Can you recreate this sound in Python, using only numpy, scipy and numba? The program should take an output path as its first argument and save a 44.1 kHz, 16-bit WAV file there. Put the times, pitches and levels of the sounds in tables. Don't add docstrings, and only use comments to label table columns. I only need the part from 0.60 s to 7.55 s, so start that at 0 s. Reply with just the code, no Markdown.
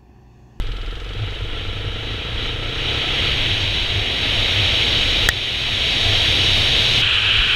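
import sys
import numpy as np
from scipy import signal
from scipy.fft import rfft, irfft, next_fast_len
from scipy.io import wavfile
from scipy.ndimage import uniform_filter1d
from numba import njit

SR = 44100
rng = np.random.default_rng(int(sys.argv[2]) if len(sys.argv) > 2 else 0)


def unload_audio(sound):
    columns = np.transpose(np.atleast_2d(sound))
    steps = np.round(np.clip(columns, -1, 1) * 32767)
    wavfile.write(sys.argv[1], SR, steps.astype(np.int16))


def natural_amplitude(level_db):
    exponent = np.asarray(level_db, float) / 20
    return 10 ** exponent


N = 306495

# frequency in Hz, level in dB per Hz.
RUSH_AHEAD_HZ_DB = [(470, -14.5), (800, -19.5), (1080, -19.5), (1510, -14.5), (1950, -8.5), (2730, -2.5),
                    (3020, 0), (3820, 0.5), (4950, -20.5), (5540, -19), (5970, -25), (6430, -22),
                    (7010, -30.5), (12100, -39.5), (15500, -52)]
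# frequency in Hz, level in dB per Hz.
RUSH_TURNED_HZ_DB = [(470, -49), (800, -23.5), (1060, -21.5), (1470, -8.5), (2130, -14), (2440, -3),
                     (3130, -0.5), (4010, -8.5), (4770, -24.5), (10800, -43.5), (12900, -48), (14900, -73),
                     (15500, -90)]
# frequency in Hz, level in dB per Hz.
ROAR_HZ_DB = [(35, -2), (55, 12), (85, 10), (120, 3), (160, 0), (420, -1), (550, -4), (690, -2.5),
              (900, -8), (1200, -15), (1800, -30)]
# frequency in Hz, level in dB per Hz.
BUFFET_HZ_DB = [(5, -29), (12, -2.5), (28, 1), (45, -3.5), (80, -15.5), (120, -20)]
# centre in Hz, width in Hz, gain in dB.
DIPS_HZ_HZ_DB = [(1826, 25, -20), (2737, 134, -4), (3553, 230, -4), (4226, 186, -6.5)]
# time in seconds, level in dB.
AIRFLOW_S_DB = [(0, -40), (.44, -39.5), (.65, -33), (.87, -33.5), (.98, -31), (1.3, -32), (1.45, -30),
                (1.74, -29.5), (1.85, -25.5), (1.97, -29.5), (2.1, -27.5), (2.29, -23), (2.7, -20),
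                (3.1, -21.5), (3.46, -22.5), (3.8, -19), (5.7, -18), (6.95, -17.5)]
# centre in seconds, length in seconds, level in dB.
GUSTS_S_S_DB = [(0, 0.28, -27), (1.0, 0.17, -29), (1.904, 0.11, -30.5), (2.19, 0.16, -28.5),
                (2.697, 0.33, -28.5), (3.0, 0.34, -34), (3.8, .2, -28), (4.563, .3, -25.5),
                (5.55, 0.21, -29.5), (6.05, 0.35, -29.5), (6.803, 0.17, -28.5)]
# centre in seconds, length in seconds, level in dB.
BUMPS_S_S_DB = [(0.61, 0.095, -23.5), (.84, 0.055, -37), (1.097, 0.11, -31.5), (1.273, 0.11, -27.5),
                (1.738, 0.074, -28), (2.61, 0.11, -33), (2.9, 0.09, -28.5), (3.042, 0.08, -26.5),
                (3.364, 0.11, -25.5), (3.782, 0.062, -30), (3.978, 0.27, -28.5), (4.74, 0.065, -23),
                (5.61, 0.23, -30), (5.95, 0.27, -24.5), (6.242, 0.055, -25), (6.41, 0.14, -25)]
# frequency in Hz, level in dB, t60 in seconds.
SHELL_HZ_DB_S = [(830, -10, 0.013), (1320, -21, 0.0065), (1500, -1, 0.0088), (1760, 2.5, 0.017),
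                 (1878, -5.5, 0.04), (3290, 1, 0.01), (3820, 5.5, 0.0055), (5070, -14, 0.019),
                 (6700, -14, 0.011), (8020, 3.5, 0.0044), (9800, -11, 0.0064), (11240, -1, 0.0034),
                 (13100, -12, 0.0044)]
# frequency in Hz, width in Hz, level in dB.
EXHAUST_HZ_HZ_DB = [(75, 50, -3), (130, 40, -2), (190, 50, -10), (270, 45, -8), (335, 60, -1),
                    (400, 40, -11), (465, 42, 2), (690, 90, -12)]
# time in seconds, rate in Hz.
REVS_S_HZ = [
    (0, 19.96),
    (.6, 23.06),
    (1.5, 27.35),
    (2.75, 34.2),
    (3.02, 27.67),
    (3.16, 24.89),
    (4.7, 29.22),
    (6.41, 32.8),
    (6.42, 25.45),
    (6.95, 27.32),
]
# time in seconds, throttle from 0 to 1.
THROTTLE_S_OPEN = [
    (0, .8),
    (.5, .9),
    (2.2, 1),
    (2.7, 1),
    (2.95, 0),
    (3.3, 0),
    (3.42, .8),
    (6.41, .8),
    (6.42, .1),
    (6.95, .1),
]
# frequency in Hz, level in dB.
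MIC_HISS_HZ_DB = [(1000, 3), (8000, -1), (12500, -6.5), (15500, -16)]
# frequency in Hz, level in dB.
TICK_HZ_DB = [(900, -30), (1500, -9), (2700, -5), (3000, 3), (3400, -4), (4000, -5), (5500, -17), (8500, -31),
              (11000, -50)]
# frequency in Hz, strength from 0 to 1.
ECHO_HZ_SHARE = [(3850, 0.05), (5040, 0.46), (6100, 0.99), (6700, 0.4), (7140, 0.016)]

JUMP_S, PULL_ENDS_S = 6.415, 2.7
ROAR_DB, ROAR_PER_RUSH_DB, ROAR_TURNED_DB = -35.5, 0.64, -40.5
BUFFET_FLOOR_DB, MOUNT_FLOOR_DB = -35, -37.5
EDGE_DB, EDGE_DB_PER_S, EDGE_PER_RUSH_DB, EDGE_TURNED_DB = -20.5, 1.2, 0.04, -22
STONE_S, STONE_DB = 4.6885, 1.5
DUCK_S, DUCK_DB, RECOVER_DB_PER_S = 4.675, -7.5, 9
LUG_HZ = 26
CRANK_DB, CRANK_LUG_DB_PER_HZ, CRANK_SHUT_DB = -35.5, 1.6, -10
SECOND_DB, SECOND_LUG_DB_PER_HZ, SECOND_SHUT_DB = -34.5, -1.5, -2
BARK_DB, BARK_LUG_DB_PER_HZ, BARK_SHUT_DB = -36.5, -.5, -11
BARK_DB_PER_HZ = 0.25
ODD_DB = -8.5
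HEADER_LEAD_S = .004
INTAKE_DB, INTAKE_DB_PER_HZ = -48.5, 0.62
VALVE_DB, VALVE_HOLD_S, VALVE_FADE_DB_PER_S, VALVE_LOW_DB = -43.5, 0.45, 12, -53


def seconds():
    return np.arange(N) / SR


def curve(points):
    time_s, value = np.transpose(points)
    return np.interp(seconds(), time_s, value)


def at_rms(x, db):
    return x * natural_amplitude(db) / np.sqrt(np.mean(x ** 2))


def walk(rate_hz):
    hold = int(SR / rate_hz)
    steps = np.repeat(rng.standard_normal(N // hold + 1), hold)
    return 1.3 * uniform_filter1d(uniform_filter1d(steps, hold), hold)[:N]


def swells(floor_db, events):
    t = seconds()
    power = natural_amplitude(floor_db) ** 2
    for centre_s, length_s, db in events:
        power = power + natural_amplitude(db) ** 2 * np.exp(-(2 * (t - centre_s) / length_s) ** 2)
    return 10 * np.log10(power)


@njit
def svf(x, hz, width):
    y, band, low = np.empty(len(x)), 0., 0.
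    g, k = np.tan(np.pi * hz / SR), width / hz
    for i in range(len(x)):
        v = (band + g * (x[i] - low)) / (1 + g * (g + k))
        band = 2 * v - band
        low = low + 2 * g * v
        y[i] = k * v
    return y


def resonate(x, hz_1, width_1, hz_2, width_2):
    return svf(svf(x, hz_1, width_1), hz_2, width_2)


def spectrum_gain(points, hz, outside_db=None):
    table = np.array(points)
    return natural_amplitude(np.interp(np.log(hz), np.log(table[:, 0]), table[:, 1], left=outside_db, right=outside_db))


def housing(x, points):
    hz = np.maximum(np.arange(N // 2 + 1) * SR / N, 1.)
    return irfft(rfft(x) * spectrum_gain(points, hz), N)


def turbulence(points, shared_db, own_db, rate_hz, echo=0.):
    size = next_fast_len(N)
    hz = np.maximum(np.arange(size // 2 + 1) * SR / size, 1.)
    gain = spectrum_gain(points, hz, -99)
    echo_hz, echo_share = np.transpose(ECHO_HZ_SHARE)
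    gain = gain * (1 + echo * np.interp(hz, echo_hz, echo_share) * np.exp(-2j * np.pi * hz / 920))
    gain = gain * natural_amplitude(sum(db * np.exp(-(2 * (hz - f) / w) ** 2) for f, w, db in DIPS_HZ_HZ_DB))
    noise = rfft(rng.standard_normal(size)) * gain
    gust = walk(rate_hz)
    low_hz, high_hz = points[0][0], points[-1][0]
    centres_hz = low_hz * 2 ** np.arange(0, np.log2(high_hz / low_hz) + 1 / 3, 1 / 3)
    bands = []
    for centre_hz in centres_hz:
        mask = np.cos(np.pi / 2 * np.clip(3 * np.log2(hz / centre_hz), -1, 1)) ** 2
        flicker = natural_amplitude(shared_db * gust + own_db * walk(rate_hz))
        bands.append(irfft(noise * mask, size)[:N] * flicker)
    return centres_hz, at_rms(np.array(bands), 0) / np.sqrt(len(centres_hz))


def microphone_hiss():
    return at_rms(housing(rng.standard_normal(N), MIC_HISS_HZ_DB), -60)


def mount_hum():
    hum = resonate(rng.standard_normal(N), 98.3, 22.0, 98.3, 22.0)
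    return natural_amplitude(swells(MOUNT_FLOOR_DB, BUMPS_S_S_DB) + 1.0) * at_rms(hum, 0)


def buffeting():
    _, bands = turbulence(BUFFET_HZ_DB, shared_db=-1.5, own_db=2.5, rate_hz=5)
    return natural_amplitude(swells(BUFFET_FLOOR_DB, GUSTS_S_S_DB) + 1.26) * bands.sum(axis=0)


def roar(rush_db, turned):
    roar_db = np.where(turned, ROAR_TURNED_DB, ROAR_DB + ROAR_PER_RUSH_DB * (rush_db + 20))
    _, bands = turbulence(ROAR_HZ_DB, shared_db=-0.1, own_db=1.5, rate_hz=15)
    return natural_amplitude(roar_db + 5.5) * bands.sum(axis=0)


def rush(rush_db, turned):
    ahead_db = EDGE_DB + EDGE_DB_PER_S * seconds() + EDGE_PER_RUSH_DB * (rush_db + 19.5)
    hiss_db = np.where(turned, EDGE_TURNED_DB, ahead_db)
    out = 0
    for points, echo, when, usual_db in ((RUSH_AHEAD_HZ_DB, .6, 1 - turned, -14),
                                         (RUSH_TURNED_HZ_DB, .4, turned, -20)):
        centres_hz, bands = turbulence(points, shared_db=0.08, own_db=0.65, rate_hz=22, echo=echo)
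        hiss_share = np.clip(np.log2(centres_hz / 3600) / 0.1, 0, 1)
        air = sum(band * natural_amplitude(share * (hiss_db - usual_db)) for share, band in zip(hiss_share, bands))
        out = out + when * natural_amplitude(rush_db) * air
    return out


def wind():
    rush_db = curve(AIRFLOW_S_DB)
    turned = np.clip((seconds() - JUMP_S) / .004, 0, 1)
    return rush(rush_db, turned) + roar(rush_db, turned) + mount_hum() + buffeting()


def stone():
    t = np.maximum(seconds() - STONE_S, 0)
    ring = 0
    for hz, db, t60_s in SHELL_HZ_DB_S:
        ring = ring + natural_amplitude(db) * np.exp(-np.log(1000) * t / t60_s) * np.sin(2 * np.pi * hz * t)
    push = -natural_amplitude(-13) * np.exp(-t / 0.0099) * np.sin(2 * np.pi * 65 * t)
    return natural_amplitude(STONE_DB) * (ring + push)


def duck():
    since_s = seconds() - DUCK_S
    return natural_amplitude(np.clip(since_s / 0.0068, 0, 1) * np.minimum(DUCK_DB + RECOVER_DB_PER_S * since_s, 0))


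def valves(cycles):
    late = cycles + .35
    strength = natural_amplitude(1.1 * rng.standard_normal(N // 100)[late.astype(int)])
    tick = strength * (.06 + np.exp(-(late % 1) / .16)) * rng.standard_normal(N)
    fade_db = VALVE_FADE_DB_PER_S * np.maximum(seconds() - VALVE_HOLD_S, 0)
    return natural_amplitude(np.maximum(VALVE_DB - fade_db, VALVE_LOW_DB)) * at_rms(housing(tick, TICK_HZ_DB), 0)


def intake(cycles):
    draw = 0.42 + np.exp(-((cycles + 0.16) % 1) / 0.18) + 0.51 * np.exp(-((cycles + 0.48) % 1) / 0.2)
    note = resonate(draw * rng.standard_normal(N), 1357.0, 110.0, 1292.0, 140.0)
    gas = (.5 + np.exp(-(cycles % 1) / 0.36)) * rng.standard_normal(N)
    rasp = resonate(gas, 1640.0, 1400.0, 1600.0, 1700.0)
    return at_rms(note, -0.19) + at_rms(rasp, 3.1)


def frame(cycles, crank_db, second_db):
    angle = 2 * np.pi * cycles
    crank = natural_amplitude(crank_db + walk(8)) * np.sin(2 * angle)
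    second = natural_amplitude(second_db + walk(8)) * np.sin(4 * angle)
    odd = natural_amplitude(second_db + ODD_DB) * (np.sin(3 * angle) - np.cos(angle))
    return np.sqrt(2) * (crank + second + odd)


def exhaust(cycles):
    whole = cycles.astype(int)
    fired = np.diff(whole, prepend=0) * natural_amplitude(.8 * rng.standard_normal(N // 100)[whole])
    puff = np.exp(-(cycles % 1) / 0.081) * rng.standard_normal(N)
    drive = at_rms(fired, 0) + at_rms(puff, -21)
    bark = 0
    for k, (hz, width_hz, db) in enumerate(EXHAUST_HZ_HZ_DB):
        lead = int(HEADER_LEAD_S * SR) * (hz < 400)
        note = resonate(np.roll(drive, -lead), 1. * hz, 1.5 * width_hz, 1. * hz, 1.5 * width_hz)
        bark = bark + (-1) ** k * at_rms(note, db)
    return at_rms(bark, 0)


def engine():
    hz, throttle = curve(REVS_S_HZ), curve(THROTTLE_S_OPEN)
    pulling = seconds() < PULL_ENDS_S
    cycles = .26 + np.cumsum(hz) / SR
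    lug_hz, shut = np.maximum(LUG_HZ - hz, 0) * pulling, 1 - throttle
    crank_db = CRANK_DB + CRANK_LUG_DB_PER_HZ * lug_hz + CRANK_SHUT_DB * shut
    second_db = SECOND_DB + SECOND_LUG_DB_PER_HZ * lug_hz + SECOND_SHUT_DB * shut
    bark_db = BARK_DB + BARK_LUG_DB_PER_HZ * lug_hz + BARK_SHUT_DB * shut
    bark_db = bark_db + BARK_DB_PER_HZ * np.maximum(hz - LUG_HZ, 0) * pulling
    intake_db = INTAKE_DB + INTAKE_DB_PER_HZ * (hz - 20) * throttle * pulling
    gas = natural_amplitude(bark_db) * exhaust(cycles) + natural_amplitude(intake_db) * intake(cycles)
    return gas + valves(cycles) + frame(cycles, crank_db, second_db)


def scene():
    steady = microphone_hiss() + wind() + engine()
    return (duck() * steady + stone())[None]


def top_cut(x):
    return signal.sosfilt(signal.butter(12, 16000, fs=SR, output="sos"), x)


def record(dry):
    clipped = np.clip(dry, -.81, .81)
    low_pass = signal.ellip(8, .2, 70, 15250, fs=SR, output="sos")
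    return top_cut(signal.sosfilt(low_pass, clipped))


dry = scene()
out = record(dry)
unload_audio(out)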